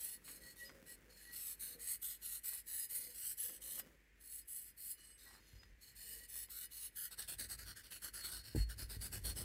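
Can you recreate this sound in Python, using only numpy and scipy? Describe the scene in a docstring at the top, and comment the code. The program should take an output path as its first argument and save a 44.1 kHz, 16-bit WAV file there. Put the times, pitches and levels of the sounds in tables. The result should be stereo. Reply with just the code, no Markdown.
"""Scrubbing a metal casing

An abrasive pad is scrubbed to and fro in a hand-held cast metal engine casing, close by in a quiet
workshop. Its fibres catch and slip, hissing and ringing the metal: long pushes and pulls round the bore,
then short quick strokes on the flat face with the part pressed on a towel, where it knocks and rocks
the bench."""
import sys
import numpy as np
from scipy import signal
from scipy.fft import rfft, irfft
from scipy.io import wavfile
from scipy.ndimage import map_coordinates

SR = 44100
rng = np.random.default_rng(int(sys.argv[2]) if len(sys.argv) > 2 else 0)


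def dump(signal):
    """Clip the signal to [-1, 1] and save it as 16-bit WAV at the path in sys.argv[1]."""
    limited = np.clip(np.atleast_2d(signal).T, -1, 1)
    pcm = np.round(limited * 32767).astype(np.int16)
    wavfile.write(sys.argv[1], SR, pcm)


N = 416304
T = np.arange(N) / SR
BINS = np.arange(N // 2 + 1) * SR / N
TURN_S = 7.09  # the pad leaves the bore for the flat face
BITE_S, RELEASE_S = 0.01, 0.018  # the pad takes hold and lets go

# The pad snags and the stroke flares: centre_s, length_s, boost_db
PAD_SNAGS = [(2.96, 0.04, 2.5), (3.797, 0.017, 10.5), (4.35, 0.11, 5.5), (4.514, 0.042, 1.5),
             (4.914, 0.01, 8), (8.05, 0.013, 6), (8.322, 0.01, 7.5)]
# The pad digs into an edge and rasps harder: centre_s, length_s, boost_db
PAD_DIGS = [(7.684, 0.022, 5)]
RASP_SHARE = .5  # the rasp swells by this share of the hiss's swell in dB


def scrubbing():
    """The pad grips and lets go in tufts, so every stroke flutters; now and then it snags or digs in."""
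    hiss_gain, rasp_gain = motion()
    face = 1. * (T > TURN_S)
    snag_db = sum(db * swell(s, length) for s, length, db in PAD_SNAGS)
    dig_db = sum(db * swell(s, length) for s, length, db in PAD_DIGS)
    tufts = amp(1.6 * walk(35) + 1.35 * walk(350))  # flutter and finer grain
    hiss_gain = hiss_gain * tufts * amp(snag_db)
    rasp_gain = rasp_gain * tufts * amp(RASP_SHARE * snag_db + dig_db)
    return hiss(hiss_gain, face) + rasp(rasp_gain, face) + judder(rasp_gain * face)


# Where the hand is fastest, as a share of the stroke: a push late, a pull early, a sweep midway
PUSH, PULL, SWEEP = 0.73, 0.29, 0.57
# Strokes round the bore, the weak ones drags as the part turns: start_s, length_s, crest_db, crest_share
BORE_PASSES = [(0, 0.16, -41.5, PULL), (0.243, 0.14, -48, SWEEP), (0.401, .13, -55, SWEEP),
               (0.562, .12, -54.5, SWEEP), (0.86, 0.087, -53, SWEEP), (1.098, 0.25, -58.5, SWEEP),
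               (1.323, .22, -41, PUSH), (1.601, .15, -41.5, PULL), (1.794, 0.17, -40, PUSH),
               (2.022, .14, -39.5, PULL), (2.218, 0.17, -40.5, PUSH), (2.439, 0.17, -40, PULL),
               (2.666, 0.19, -38, PUSH), (2.896, 0.24, -39.5, PULL), (3.14, 0.19, -39, PUSH),
               (3.377, .2, -39.5, PULL), (3.611, .2, -42, SWEEP), (4.203, 0.22, -49.5, PUSH),
               (4.48, 0.23, -43, PULL), (4.771, 0.17, -43.5, PUSH), (4.974, 0.15, -63, PULL),
               (5.179, 0.21, -58.5, PULL), (5.392, 0.33, -70.5, PULL), (5.813, 0.12, -58, PULL),
               (5.954, 0.3, -46, SWEEP), (6.289, 0.16, -43.5, SWEEP), (6.499, 0.16, -43, SWEEP),
               (6.711, 0.17, -43, SWEEP), (6.959, .12, -43, SWEEP)]
# Quick strokes on the flat face: start_s, length_s, crest_db
FACE_PASSES = [(7.114, 0.022, -44.5), (7.181, 0.063, -44.5), (7.282, 0.061, -40.5), (7.389, 0.071, -42.5),
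               (7.493, 0.055, -42.5), (7.582, 0.067, -50.5), (7.658, 0.068, -53.5), (7.761, 0.054, -52),
               (7.832, 0.053, -61.5), (7.91, 0.065, -47), (8.021, 0.076, -43.5), (8.137, 0.1, -45),
               (8.232, 0.12, -43), (8.307, 0.1, -45.5), (8.438, 0.11, -56.5), (8.551, 0.092, -51),
               (8.694, 0.039, -49), (8.78, 0.073, -47), (8.896, 0.067, -45.5), (9.011, 0.07, -43),
               (9.121, 0.069, -43.5), (9.244, 0.078, -39), (9.361, 0.075, -42)]
FINGER_FROM_S, FINGER_TO_S = 4.1, 4.9  # the pad is laid aside and a fingertip wipes the bore


def motion():
    """Hiss and rasp envelopes of all strokes: a fingertip rasps less, the pad on the face more."""
    strokes = []
    for s, length, db, crest in BORE_PASSES:
        fingertip = FINGER_FROM_S < s + length / 2 < FINGER_TO_S
        strokes.append(stroke(s, length, db, crest, fall_db_per_s=80, bite_db=-8.5 if fingertip else 0))
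    for s, length, db in FACE_PASSES:
        strokes.append(stroke(s, length, db, crest=0.28, fall_db_per_s=112, bite_db=6.5))
    envelopes = np.zeros((2, N))
    for first, gains in strokes:
        span = slice(first, first + gains.shape[1])
        envelopes[:, span] = np.maximum(envelopes[:, span], gains)
    return envelopes


def stroke(start, length, db, crest, fall_db_per_s, bite_db, rise_db_per_s=67, creep_s=.06):
    """First sample and hiss and rasp gains of a stroke: it takes hold, speeds up, slows and lets go."""
    t = np.arange(int((length + 2 * creep_s) * SR)) / SR - creep_s
    attack = np.clip(t / BITE_S / 2 + 0.5, 0, 1)
    release = np.clip((length - t) / RELEASE_S / 2 + 0.6, 0, 1)
    # the pad still creeps at each turn of direction
    creep = amp(-18) * np.clip(np.minimum(t, length - t) / creep_s + 1, 0, 1)
    past_crest_s = np.clip(t, 0, length) - crest * length
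    hiss_db = db + np.minimum(rise_db_per_s * past_crest_s, -fall_db_per_s * past_crest_s)
    rasp_db = -37.5 + RASP_SHARE * hiss_db + bite_db
    gains = amp([hiss_db, rasp_db]) * np.maximum(attack * release, creep)
    first = int((start - creep_s) * SR)
    return max(first, 0), gains[:, max(-first, 0):N - first]


# Tone of the hiss in the bore and on the face: freq_hz, gain_db
BORE_HISS_EQ = [(5000, -41), (7400, -17), (8100, -1.5), (9500, 0.5), (13600, 4.5), (15000, 2.5),
                (16000, -1.5)]
FACE_HISS_EQ = [(5000, -69), (7500, -28), (8200, -1.5), (10200, 2), (14200, -5), (16000, -2)]
# The metal's top modes, stirred by single fibres: pitch_hz, damped_width_hz, bore_db, face_db, free_db
SHIMMER_MODES = [(8250, 210, -22, -18.5, 5), (9340, 140, -10, -10, -3), (10090, 150, -10, -10, 2),
                 (11130, 80, -16, -24, -1), (12550, 74, -24, -12, -6), (13980, 130, -22, -17, -9)]


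def hiss(gain, face):
    """The finest fibres hiss and stir the top modes, each now more, now less as the contact moves."""
    fibres = np.array([slips(per_s=17000, scatter_db=0) for _ in range(2)])
    fibres = hollow(fibres, echo=0.32, lag_s=0.000501, sway=0.078, drift_per_s=7)
    bright = (1 - face) * colour(fibres, BORE_HISS_EQ) + face * colour(fibres, FACE_HISS_EQ)
    direct = spread(bright, side=0.083) * gain * amp(-2.5)
    shimmer = 0
    for hz, width, bore_db, face_db, _ in SHIMMER_MODES:
        feed = amp(bore_db + face * (face_db - bore_db) + 3.6 * walk(9.4) - 2)
        shimmer = shimmer + rfft(fibres[0] * gain * feed) * resonance(hz, width)
    return direct + irfft(shimmer, N) / fibres[0].std()


# Tone of the rasp in the bore and on the face: freq_hz, gain_db
BORE_RASP_EQ = [(600, -17), (1200, -9), (1800, 0.5), (2500, -8.5), (3600, -2.5), (4250, 4), (4750, -5.5),
                (5400, -2.5), (7000, -1.5), (11000, -7)]
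FACE_RASP_EQ = [(300, -11), (700, -6), (1100, -9), (1600, 7), (2250, -2.5), (4700, 2.5), (6200, -3.5),
                (7500, -4), (11000, -3)]
# The casing's four main modes: pitch_hz, width_hz, pan_left_db, left_lead_rad
WALL_MODES = [(1923, 12.6, -1, 1.83), (2945, 35, 7.5, 1.82), (4330, 39, 7.5, 0.16), (4993, 19, 1, 1.05)]
# Each new grip damps other modes: start_s, mode1_db, mode2_db, mode3_db, mode4_db
GRIP_DAMPING = [(0, -11.5, -12.5, -5.5, -14), (1.77, -7.5, -10.5, -13.5, -13.5), (2.63, -19, -9, -16, -10),
                (4.05, -19, -8.5, -5, -4.5), (5.72, -8, -7.5, -5.5, -10), (7.09, -15, -13.5, -8, -24)]


def rasp(gain, face, bore_catches_per_s=9000, face_catches_per_s=5000):
    """Abrasive grit catches on the casting and rings its walls; the grip decides which modes speak."""
    fine = np.array([slips(bore_catches_per_s, scatter_db=1) for _ in range(2)])
    coarse = np.array([slips(face_catches_per_s, scatter_db=1) for _ in range(2)])
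    in_bore = colour(hollow(fine, echo=0.48, lag_s=0.0007976, sway=0.192, drift_per_s=6), BORE_RASP_EQ)
    on_face = colour(hollow(coarse, echo=0.41, lag_s=0.000408, sway=0.25, drift_per_s=13), FACE_RASP_EQ)
    walls = [wander(x, share=.02, per_s=7) for x in in_bore]
    out = spread((1 - face) * walls + face * on_face, side=0.73) * pan(1.8) * gain * amp(2.12)
    # on the face, the pocket of air under the fingers rings broadly and changes size as they move
    pocket = irfft(rfft(coarse[0]) * resonance(hz=1540, width_hz=180), N)
    out += pan(15.4) * wander(pocket, share=.07, per_s=20) * face * gain * amp(-15.5)
    grips = np.array(GRIP_DAMPING)
    held_db = grips[np.searchsorted(grips[1:, 0], T), 1:].T
    for mode, db in zip(WALL_MODES, held_db):
        feed = amp(db - 1 + 3.2 * walk(16))
        out += ring(slips(bore_catches_per_s, scatter_db=1) * gain * feed, *mode)
    return out


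def hollow(pair, echo, lag_s, sway, drift_per_s):
    """Echoes between wall and fingers: the grip differs and drifts, giving each stroke its own colour."""
    starts = [row[0] - BITE_S for row in BORE_PASSES + FACE_PASSES]
    stroke_index = np.searchsorted(starts, T)
    for lag_ratio in (.5, 1, 2):
        grip = rng.standard_normal(len(starts) + 1)[stroke_index]
        delay_s = lag_ratio * lag_s * np.exp(sway * grip + .05 * walk(drift_per_s))
        pair = pair + echo * np.array([np.interp(T - delay_s, T, x) for x in pair])
    return pair


# The low scuff grows as the hand leans harder on the part: time_s, gain_db
JUDDER_RIDE = [(8.2, -17.5), (9.4, -5)]


def judder(gain):
    """Each stroke on the face shakes the casing against the towel with a low scuff."""
    shake = bandpass(rng.standard_normal((2, N)), 100, 500)
    return spread(shake, side=0.35) * gain * curve(JUDDER_RIDE)


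# Brief squeals, each on the wall mode nearest its pitch: centre_s, length_s, pitch_hz, level_db
SQUEALS = [(0.474, 0.12, 1930, -60), (0.628, 0.068, 1930, -51), (0.656, 0.019, 5000, -57.5),
           (0.906, .07, 1930, -62), (1.302, 0.071, 1930, -55.5), (2.82, 0.051, 5000, -60),
           (3.295, .07, 5000, -65), (3.784, 0.029, 2950, -63.5), (5.047, 0.24, 2950, -71.5),
           (5.277, 0.037, 1930, -59.5), (5.604, 0.043, 5000, -67.5), (6.22, .06, 1930, -60),
           (8.215, 0.054, 4330, -55.5), (8.36, 0.11, 4330, -58), (8.607, 0.072, 4330, -51)]


def singing(decay_db_per_s=251):
    """Stick and slip lock on to a mode: a thin, wavering tone swells and rings away."""
    out = np.zeros((2, N))
    for hz, _, pan_db, lead in WALL_MODES:
        gain = np.zeros(N)
        for s, length, sung_hz, db in SQUEALS:
            if abs(sung_hz / hz - 1) < .03:
                tail = (T > s) * amp(-decay_db_per_s * np.clip(T - s, 0, 1))
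                gain += amp(db) * np.maximum(swell(s, length), tail)
        phase = 2 * np.pi * hz * T + .6 * walk(50) + np.array([[lead], [-lead]]) / 2
        out += pan(pan_db) * unit(np.sin(phase)) * gain * amp(2.2 * walk(60))
    return out


# The casing is turned and slides over the fingers: start_s, length_s, level_db
FINGER_SLIDES = [(4.986, 0.18, -61), (5.169, 0.21, -69)]


def sliding():
    """With no pad to damp them, the top modes ring thin and clear as the metal slides over the fingers."""
    gain = np.zeros(N)
    for s, length, db in FINGER_SLIDES:
        add(gain, s, amp(db) * arch(length))
    free_modes = sum(amp(db) * resonance(hz, width_hz=28) for hz, *_, db in SHIMMER_MODES)
    friction = slips(per_s=7200, scatter_db=1) * gain
    return irfft(rfft(friction) * free_modes / free_modes.std(), N)


# A nail or a snagged fibre flicks the metal: start_s, peak_db, centre_hz, decay_s
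FLICKS = [(0.279, -50, 1560, 0.023), (0.694, -46, 1340, 0.0079), (2.529, -54, 1210, 0.0088),
          (2.556, -57, 1120, 0.0046), (3.494, -52, 1310, 0.0083), (3.78, -51, 900, 0.0068),
          (3.797, -43, 1300, 0.0052), (5.632, -51, 1820, 0.0049), (6.357, -57, 1100, 0.0072),
          (6.486, -59, 1100, 0.0065), (7.11, -59, 1200, 0.0065), (7.224, -40.5, 4740, 0.0063),
          (7.921, -43, 3020, 0.0027)]


def ticks(ring_db=-24):
    """Each flick is a short crack that leaves the casing ringing."""
    cracks, t = np.zeros(N), T[:SR // 10]
    for s, db, hz, decay in FLICKS:
        noise = signal.lfilter(*signal.iirpeak(hz, Q=1, fs=SR), rng.standard_normal(len(t)))
        crack = noise * np.exp(-t / decay)
        add(cracks, s, amp(db) * crack / abs(crack).max())
    casing = sum(resonance(hz, width) for hz, width, *_ in WALL_MODES)
    return cracks + amp(ring_db) * irfft(rfft(cracks) * casing, N)


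# The casing knocks through the towel: start_s, force_db, contact_s
TOWEL_KNOCKS = [(5.533, -55.5, 0.005), (5.695, -46, 0.023), (8.549, -40.5, .0012), (8.562, -40, 0.0012),
                (8.577, -31.5, 0.0045), (8.601, -37, 0.0077), (8.817, -40.5, 0.0091),
                (8.966, -44.5, 0.0044)]
# The bench's body: pitch_hz, gain_db, t60_s
BENCH_BODY = [(55, 3, 0.43), (97.4, 0, 0.24), (138, 3, 0.077), (258, 2.5, 0.038), (326, 7.5, 0.048),
              (418, 0, 0.055), (810, -5, 0.028)]
# Tone of the bench's rumble: freq_hz, gain_db
RUMBLE_EQ = [(38, -18), (53, 4), (72, -15), (97, -8), (150, -22), (900, -51)]
# The rumble rising and falling under the hands: time_s, level_db
RUMBLE_RIDE = [(5.4, -81), (5.65, -67), (5.9, -71.5), (7.1, -78), (7.3, -61.5), (7.7, -56.5), (7.85, -72),
               (8.52, -57.5), (9.13, -49), (9.22, -47.5)]


def bench():
    """Knocks ring the bench, the softer the duller, and it rumbles under the working hands."""
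    knocks, t = np.zeros(N), T[:SR // 2]
    body = sum(amp(db - 60 * t / t60) * np.sin(2 * np.pi * hz * t) for hz, db, t60 in BENCH_BODY)
    for s, db, contact in TOWEL_KNOCKS:
        push = np.sin(np.pi * np.minimum(t / contact, 1))
        add(knocks, s, amp(db) * signal.fftconvolve(body, push / push.sum()))
    rumble = spread(colour(rng.standard_normal((2, N)), RUMBLE_EQ), side=0.1)
    return knocks + rumble * curve(RUMBLE_RIDE)


# Tone of skin on metal: freq_hz, gain_db
SKIN_EQ = [(50, -1), (250, 2), (520, -3), (720, -15.5), (1500, -8.5), (4000, -19.5), (16000, -16.5)]
# Palm and fingers shifting their hold: time_s, level_db
HANDLING_RIDE = [(0, -70.5), (.8, -64.5), (1.15, -70), (1.45, -70), (2.4, -77.5), (3.3, -82), (3.85, -66),
                 (4.1, -81), (5.15, -80), (5.35, -71), (5.55, -73), (5.8, -78.5)]


def hands():
    """Skin drags dully and unevenly over the casting."""
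    skin = np.array([slips(per_s=2500, scatter_db=2.5) for _ in range(2)])
    flutter = amp(2.5 * walk(16))
    return spread(colour(skin, SKIN_EQ), side=0.66) * curve(HANDLING_RIDE) * flutter


# Skin drags on the casing and sounds the hollow of the hand: start_s, length_s, level_db, pitch_hz
PALM_RUBS = [(0.31, 0.2, -76, 530), (0.59, 0.37, -72, 536), (1.02, 0.2, -77, 492), (1.66, 0.19, -71, 470),
             (2.9, 0.28, -73.5, 492), (3.426, 0.2, -72, 494), (3.636, 0.33, -74, 541),
             (6.022, 0.24, -78, 445)]


def rubs():
    """Each drag of skin is a dull scuff with a hollow note on top, set by how the hand is cupped."""
    out, skin = np.zeros(N), slips(per_s=1000, scatter_db=2)
    scuff = unit(bandpass(skin, 170, 540, order=3))
    for s, length, db, hz in PALM_RUBS:
        gain = arch(length)
        span = slice(int(s * SR), int(s * SR) + len(gain))
        cavity = signal.iirpeak(hz, Q=hz / 32, fs=SR)
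        note = unit(signal.lfilter(*cavity, signal.lfilter(*cavity, skin[span])))
        add(out, s, amp(db) * gain * (note + scuff[span]))
    return out


def rustle(start_s=5.25, length_s=.16, level_db=-71):
    """Dry skin crackles in the middle range as the casing rolls over."""
    gain = np.zeros(N)
    add(gain, start_s, amp(level_db) * arch(length_s))
    return unit(bandpass(slips(per_s=1500, scatter_db=2), 750, 1900)) * gain


# Room tone of the workshop: freq_hz, gain_db
ROOM_EQ = [(60, 4), (95, -6.5), (450, -12.5), (650, -20.5), (1200, -24), (1850, -5.5), (2400, -12),
           (3800, -23.5), (16000, -32)]


def workshop(hum_hz=50):
    """Faint steady room noise, a little stronger on the left, and a low hum."""
    air = spread(colour(rng.standard_normal((2, N)), ROOM_EQ), side=0.4) * pan(4.2)
    hum = np.sin(2 * np.pi * hum_hz * T)
    return (air + hum) * amp(-71)


def slips(per_s, scatter_db):
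    """Friction as tiny random clicks of letting go, a few larger than the rest."""
    size = amp(scatter_db * np.minimum(rng.exponential(size=N), 5))
    return unit((rng.random(N) < per_s / SR) * size * rng.standard_normal(N))


def resonance(hz, width_hz):
    """Frequency response of one damped mode, of power 1."""
    response = 1j * BINS * width_hz / (hz ** 2 - BINS ** 2 + 1j * BINS * width_hz)
    return response / np.sqrt(np.mean(abs(response) ** 2))


def ring(drive, hz, width_hz, pan_db, lead_rad):
    """A mode rung by the drive; its lobes reach left and right with their own level and phase."""
    spectrum = rfft(drive) * resonance(hz, width_hz)
    return pan(pan_db) * irfft(spectrum * np.exp(.5j * np.array([[lead_rad], [-lead_rad]])), N)


def wander(x, share, per_s):
    """Let every resonance in x slide up and down by a share of its pitch."""
    return map_coordinates(x, [np.cumsum(1 + share * walk(per_s))], order=1, mode="mirror")


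def walk(per_s):
    """Random drift that turns per_s times a second; spread near 1."""
    count = int(T[-1] * per_s) + 2
    return np.interp(T * per_s, np.arange(count), rng.standard_normal(N // 20)[:count])


def colour(x, eq):
    """Shape x with (freq_hz, gain_db) points, at rms 1."""
    hz, db = np.transpose(eq)
    return unit(irfft(rfft(x) * amp(np.interp(np.log(BINS + 1), np.log(hz), db)), N))


def bandpass(x, low_hz, high_hz, order=2):
    """Keep one band of x."""
    return signal.sosfilt(signal.butter(order, [low_hz, high_hz], "band", fs=SR, output="sos"), x)


def swell(centre_s, length_s):
    """A smooth bump of height 1."""
    return np.exp(-np.minimum((2 * (T - centre_s) / length_s) ** 2, 20))


def arch(length_s):
    """Envelope of a short drag: a rounded rise and fall."""
    return np.sqrt(np.sin(np.linspace(0, np.pi, int(length_s * SR), endpoint=False)))


def curve(ride):
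    """Gain that follows (time_s, level_db) points."""
    return amp(np.interp(T, *np.transpose(ride)))


def pan(left_db):
    """Stereo gains with the left louder by left_db."""
    return amp(np.array([[left_db], [-left_db]]) / 2)


def spread(pair, side):
    """Two unrelated signals become the mid and side of a stereo sound, at rms 1."""
    return unit(np.array([pair[0] + side * pair[1], pair[0] - side * pair[1]]))


def add(out, start_s, sound):
    """Mix a short sound in."""
    i = int(start_s * SR)
    out[i:i + len(sound)] += sound[:N - i]


def amp(db):
    """Decibels to gain."""
    return 10 ** (np.asarray(db) / 20)


def unit(x):
    """Scale to rms 1."""
    return x / np.sqrt(np.mean(x ** 2))


def scene():
    """Pad, metal, bench, hands and room, mixed in stereo."""
    metal = scrubbing() + singing() + sliding() + ticks()
    return metal + bench() + hands() + rubs() + rustle() + workshop()


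def record(dry, low_cut_hz=38.4, high_cut_hz=15800):
    """The phone's stereo pair lets the left lag in the high treble; deep bass and top are cut steeply."""
    low_cut = signal.butter(6, low_cut_hz, "high", fs=SR, output="sos")
    spectrum = rfft(signal.sosfilt(low_cut, dry))
    spectrum[0] *= np.exp(-2j * np.pi * np.maximum(BINS - 8100, 0) * .00033)  # 0.33 ms above 8100 Hz
    high_cut = np.clip((high_cut_hz - BINS) / 100 + .5, 0, 1)
    return irfft(spectrum * high_cut, N)


dry = scene()
out = record(dry)
dump(out)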